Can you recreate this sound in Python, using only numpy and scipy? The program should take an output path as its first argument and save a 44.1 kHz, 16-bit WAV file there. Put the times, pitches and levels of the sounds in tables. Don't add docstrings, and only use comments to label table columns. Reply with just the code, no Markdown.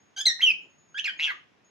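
import sys
import numpy as np
from scipy import signal
from scipy.fft import rfft, irfft
from scipy.io import wavfile

SR = 44100
rng = np.random.default_rng(int(sys.argv[2]) if len(sys.argv) > 2 else 0)


def inscribe(sig):
    pcm = np.round(np.clip(np.atleast_2d(sig).T, -1, 1) * 32767)
    wavfile.write(sys.argv[1], SR, pcm.astype(np.int16))


def natural_amplitude(level_db):
    exponent = np.asarray(level_db, float) / 20
    return 10 ** exponent


N = 74970
EDGE_S = .002


def in_time(rows, t):
    s, *columns = np.transpose(rows)
    return [np.interp(t, s, c) for c in columns]


def at_hz(points, hz):
    table_hz, value = np.transpose(points)
    return np.interp(np.log(hz), np.log(table_hz), value)


def filtered(x, order, hz, kind):
    return signal.sosfilt(signal.butter(order, hz, kind, fs=SR, output="sos"), x)


def wander(rate_hz, size):
    slow = filtered(rng.standard_normal(size + 2000), 2, rate_hz, "low")[2000:]
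    return slow / np.sqrt(rate_hz * 2.22 / SR)


def octaves():
    edges = 22 * 2 ** np.arange(0, 9.6, .5)
    white = rng.standard_normal((2, 2, N))
    return [(np.sqrt(low * high), filtered(white[k % 2], 2, [low, high], "band"))
            for k, (low, high) in enumerate(zip(edges, edges[1:]))]


def room_hum():
    # f/Hz, level/dB
    hum_colour = [(15, -75), (25, -47.5), (119, -4), (1000, -12.5), (2700, -13), (3170, -13.5), (6730, -28),
                  (7300, -28), (15500, -39.5)]
    hum_db, likeness = -65, 0.18
    edge_hz, above_edge_db = 6600, -11
    out = np.zeros((2, N))
    for hz, (mid, side) in octaves():
        shared = np.sqrt(1 + likeness) * mid
        apart = np.sqrt(1 - likeness) * side * [[1], [-1]]
        out += natural_amplitude(at_hz(hum_colour, hz)) * (shared + apart)
    low = filtered(out, 8, edge_hz, "low")
    out = low + natural_amplitude(above_edge_db) * (out - low)
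    return natural_amplitude(hum_db) * out / out.std()


def toy_bell():
    # t/s, low mode level/dB, high mode level/dB
    strikes = [
        (0, -66.5, -75),
        (.617, -81, -71),
        (.697, -65.5, -86),
        (.781, -65, -62),
        (.885, -66.5, -89),
        (1.176, -56.5, -70),
        (1.644, -65.5, -68.5),
    ]
    mode_hz = (6528, 6827)
    mode_t60 = (.8, .55)
    touch_s, touch_t60_s = 1.39, .12
    t = np.arange(N) / SR
    stilled = np.maximum(t - touch_s, 0) / touch_t60_s
    out = np.zeros(N)
    for s, *levels in strikes:
        age = t - s
        for db, hz, t60 in zip(levels, mode_hz, mode_t60):
            decay = age / t60 + stilled * (s < touch_s)
            out += natural_amplitude(db - 60 * decay) * np.clip(age / EDGE_S, 0, 1) * np.sin(2 * np.pi * hz * age)
    return out


def note(rows, partials_db, voicing):
    # f/Hz, level/dB
    throat = [(700, 6.5), (1600, 5), (2400, -0.5), (3300, 5), (4900, -2), (6400, 4), (8000, -7),
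              (12500, 2.5)]
    trill, sweep_hz, depth, wobble, breath_db, pan_db = voicing
    below_db = -8
    brighten = .12
    rasp_db, rasp_hz, rasp_width_hz = -15, 6130, 2200
    t = np.arange(N) / SR
    start, end = rows[0][0], rows[-1][0]
    hz, db, *rest = in_time(rows, t)
    half_db = rest[0] if rest else -33.5

    cycle = (.5 + trill * (t - start) + .035 * wander(60, N)) % 1
    pulse = 1 - np.clip(depth, 0, 1) * (1 - np.sin(np.pi * cycle) ** 5.6)
    hz = hz * (1 + wobble / 100 * wander(350, N)) - sweep_hz * np.cos(np.pi * cycle)
    phase = np.pi * np.cumsum(hz) / SR

    count = len(partials_db)
    multiples = np.arange(1, 2 * count + 0.5) / 2
    levels = np.interp(multiples, np.arange(count + 1), [2 * below_db, *partials_db])
    tone = np.zeros(N)
    for k, level in enumerate(levels, 1):
        partial_db = level + at_hz(throat, np.abs(k * hz / 2) + 1) + half_db * (k % 2)
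        partial_db = partial_db + brighten * max(k / 2 - 1, 0) * (db - db.max())
        partial_db = partial_db + 1.1 * wander(200, N)
        tone += natural_amplitude(partial_db) * np.sin(k * phase) * (k * hz < .9 * SR)

    carrier = np.sin(2 * phase) + 0.1 * np.sin(4 * phase) + 0.014 * np.sin(8 * phase)
    breath = natural_amplitude(breath_db) * wander(1800, N) * carrier
    rasp = wander(rasp_width_hz, N) * np.sin(2 * np.pi * rasp_hz * t)
    breath = breath + natural_amplitude(breath_db + rasp_db) * pulse * rasp
    edge = np.clip((t - start) / EDGE_S, 0, 1) * np.clip((end - t) / EDGE_S / 3 + 1, 0, 1)
    return natural_amplitude(db) * edge * pulse * (tone + pulse * breath) * natural_amplitude([[pan_db / 2], [-pan_db / 2]])


def bird():
    # t/s, f/Hz, level/dB and, where they sound, half-pitch partials level/dB
    rise_1 = [(.163, 1603, -43.5, -24.5), (.168, 1594, -43.5, -27.5), (.175, 1498, -38.5, -6.5),
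              (.185, 1597, -39.5, -9.5), (.192, 1598, -35, -9), (.200, 1549, -38.5, -28.5),
              (.208, 1685, -38, -22.5), (.216, 1725, -32.5, -25), (.223, 1660, -45.5, -26)]
    chirp = [(0.2539, 3500, -20.5, -40), (0.2574, 3943, -16.5, -37.5), (0.26, 4110, -7, -41),
             (0.2609, 4127, -24.5, -34.5), (.267, 4205, -9, -6), (.280, 3913, -17, -7),
             (0.293, 3785, -23, 4.5), (0.314, 3671, -26.5, 3.5), (0.323, 3600, -46, 5)]
    whistle = [(.422, 3230, -29, -27.5), (0.430, 3138, -20, -37.5), (0.443, 3091, -18, -45.5),
               (0.457, 3050, -18.5, -48.5), (.462, 2950, -22.5, -48.5), (0.473, 2895, -17, -54),
               (0.479, 2703, -18.5, -54.5), (0.492, 2677, -22, -45), (0.511, 2522, -18, -37)]
    rise_2 = [(0.943, 1404, -45.5), (0.95, 1591, -43), (0.965, 1638, -41), (0.978, 1703, -32),
              (.982, 1855, -31), (0.99, 1626, -40.5)]
    flip = [(0.977, 2236, -36.5), (0.989, 2650, -28.5), (0.993, 2815, -29), (0.997, 3097, -23.5),
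            (1.003, 3170, -51)]
    rattle = [(1.042, 3300, -26), (1.044, 2823, -28), (1.051, 2730, -32.5), (1.057, 2457, -21.5),
              (1.066, 2376, -19.5), (1.070, 2188, -31), (1.076, 1818, -29.5)]
    droop = [(1.078, 3412, -24, 7), (1.087, 3216, -49.5, 20), (1.097, 3073, -23, -5.5),
             (1.107, 2967, -35.5, -3)]
    squawk = [(1.191, 2095, -25.5), (1.200, 2377, -26), (1.211, 2614, -26), (1.224, 2787, -25.5),
              (1.24, 2980, -25), (1.255, 2899, -23.5), (1.268, 2650, -29), (1.280, 2446, -25.5)]
    sigh = [(1.277, 1755, -24.5), (1.29, 1617, -34), (1.303, 1554, -34), (1.31, 1251, -40.5),
            (1.32, 1192, -35), (1.326, 1133, -63)]
    slide = [(0.394, 1818, -32, -6), (0.400, 1888, -38, -26.5), (0.407, 2038, -31, -31),
             (.415, 2725, -31, -17.5), (.421, 3237, -30, -29.5)]
    yelp = [(1.042, 2096, -43), (1.045, 2090, -30), (1.051, 2130, -42)]
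    fade = [(.513, 2450, -25.5), (0.517, 2300, -24), (0.524, 2260, -42)]
    groan = [(1.282, 2375, -39), (1.294, 2151, -29.5), (1.307, 1982, -23), (1.314, 1960, -42)]
    rise_1_db = [-7, 3.5, -1.5, 0.5, -11.5, -14.5, -25.5, -23]
    chirp_db = [-3, -17.5, -39]
    whistle_db = [2.5, -22, -43, -38.5, -44]
    rise_2_db = [0, -5, -16, -19.5, -28]
    flip_db = [3, -14.5, -47, -56]
    rattle_db = [2.5, -14, -24]
    droop_db = [-3, -37]
    squawk_db = [5.5, -17.5, -39, -63]
    sigh_db = [-2, -14, -24]
    slide_db = [2.5, -13.5, -24.5, -34.5, -39.5, -40.5, -44]
    yelp_db = [-15, 2.5, -14.5]
    # trill/Hz, sweep in each pulse/Hz, pulse depth/0-1, wobble/%, breath/dB, left-right/dB
    voicings = [(158.7, 2.9, 0.2, 1.2, -18, 0.5), (203, 10, 0.06, 0.42, -32.5, -0.5),
                (120, 5, .15, .7, -38, -0.5), (159, 7.1, 0.19, 0.25, -40, 1.5),
                (198.6, 69, 0.54, 1.3, -24, -5), (175, 79, 0.32, 2.553, -28.5, -0.5),
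                (167, 18, 0.2, 0.98, -25, -0.5), (154, 620, 0.96, 3.5, -11, 1.5),
                (156, 14, 0.25, 0.64, -20, 1), (150, 20, 0.4, 0.7, -28, 2.7), (169, 20, .2, 1.5, -7, 1),
                (181, 15, .2, 1.9, -22, 1.1), (149.7, 180, 0.39, 2.93, -20.5, 0)]
    tracks = [rise_1, chirp, whistle, rise_2, flip, rattle, droop, squawk, sigh, slide, yelp, fade, groan]
    colours = [rise_1_db, chirp_db, whistle_db, rise_2_db, flip_db, rattle_db, droop_db, squawk_db,
               sigh_db, slide_db, yelp_db, chirp_db, chirp_db]
    return sum(note(*parts) for parts in zip(tracks, colours, voicings))


def air_puffs():
    # start t/s, end t/s
    spans = [
        (.254, .270),
        (.415, .434),
        (.416, .434),
        (.981, .998),
        (1.041, 1.10),
        (1.192, 1.208),
        (1.258, 1.325),
        (.47, .68),
        (1.12, 1.40),
    ]
    # centre f/Hz, half width/Hz, level/dB
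    patches = [(7400, 1800, -48), (2857, 710, -32.5), (12270, 900, -54.5), (4340, 1500, -44.5),
               (13200, 600, -67), (4000, 220, -38.5), (12700, 1100, -67), (426, 290, -64.5),
               (435, 370, -64.5)]
    t = np.arange(N) / SR
    out = np.zeros(N)
    for (start, end), (hz, width_hz, db) in zip(spans, patches):
        edge = np.clip(np.minimum((t - start) / EDGE_S, (end - t) / 0.0042), 0, 1)
        out += natural_amplitude(db) * edge * wander(width_hz, N) * np.sin(2 * np.pi * hz * t)
    return out


def perch_knocks():
    # t/s, level/dB, f/Hz, t60/s
    knocks = [
        (.262, -30.5, 690, 0.015),
        (0.411, -87, 244, 0.11),
        (.498, -59.5, 175, 0.41),
        (0.779, -77, 192.6, 0.082),
        (1.070, -49.5, 699, .05),
        (1.168, -60.5, 167, 0.094),
        (1.516, -62, 258, 0.067),
        (1.639, -78.5, 180.6, .1),
    ]
    out, t = np.zeros(N), np.arange(N) / SR
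    for s, db, hz, t60 in knocks:
        age = np.maximum(t - s, 0)
        ring = np.sin(2 * np.pi * hz * age) * (1 + 0.32 * wander(.4 * hz, N))
        out += natural_amplitude(db - 60 * age / t60) * np.clip(age / 0.0039, 0, 1) * ring
    return out


def near_pickup(cage):
    # f/Hz, phase/rad
    left_behind = [(1700, 1.47), (2900, 0.92), (3400, 0.12), (4100, 0.5), (5000, 1), (6200, 0.28),
                   (8200, 1.5), (12400, 1.1)]
    # f/Hz, level/dB
    left_db = [(2400, -1.5), (3300, -3), (4100, 0.5), (5500, -1)]
    wall_s, wall_db = .00165, -6.5
    hz = np.arange(N // 2 + 1) * SR / N + 1e-3
    lag = at_hz(left_behind, hz) * np.clip(hz / 1700, 0, 1)
    ports = np.array([natural_amplitude(at_hz(left_db, hz)) * np.exp(-1j * lag), np.ones_like(hz)])
    wall = 1 - natural_amplitude(wall_db) * np.exp(-2j * np.pi * hz * wall_s)
    return irfft(rfft(cage) * ports * wall, N)


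def room_echo(x):
    # f/Hz, t60/s
    room_t60 = [(500, 0.36), (2500, 0.3), (6000, 0.33), (12000, 0.05)]
    late_db, early_db, early_t60_s, gap_s = -6, -6.5, 0.051, 0.004
    age = np.arange(SR // 2) / SR
    early = natural_amplitude(early_db - 60 * age / early_t60_s) / np.sqrt(early_t60_s)
    echo = np.zeros((2, len(age)))
    for hz, band in octaves():
        t60 = at_hz(room_t60, hz)
        late = natural_amplitude(late_db - 60 * age / t60) / np.sqrt(t60)
        echo += band[:, -len(age):] * (late + early)
    echo = echo * np.clip(age / gap_s - .5, 0, 1) * np.sqrt(2 * np.log(1000) / SR)
    return signal.fftconvolve(echo, x.mean(axis=0, keepdims=True), axes=1)[:, :N]


def scene():
    cage = filtered(bird(), 4, 620, "high") + air_puffs() + perch_knocks()
    cage = filtered(cage, 4, 130, "high")
    bell = toy_bell() * natural_amplitude([[.6], [-.6]])
    return near_pickup(cage) + room_echo(cage) + room_hum() + bell


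def band_limit(x):
    return signal.sosfilt(signal.butter(12, 15780, fs=SR, output="sos"), x)


def record(dry):
    top_cut = signal.cheby2(10, 60, 15800, fs=SR, output="sos")
    mix = signal.sosfilt(top_cut, dry)
    return band_limit(mix)


dry = scene()
out = record(dry)
inscribe(out)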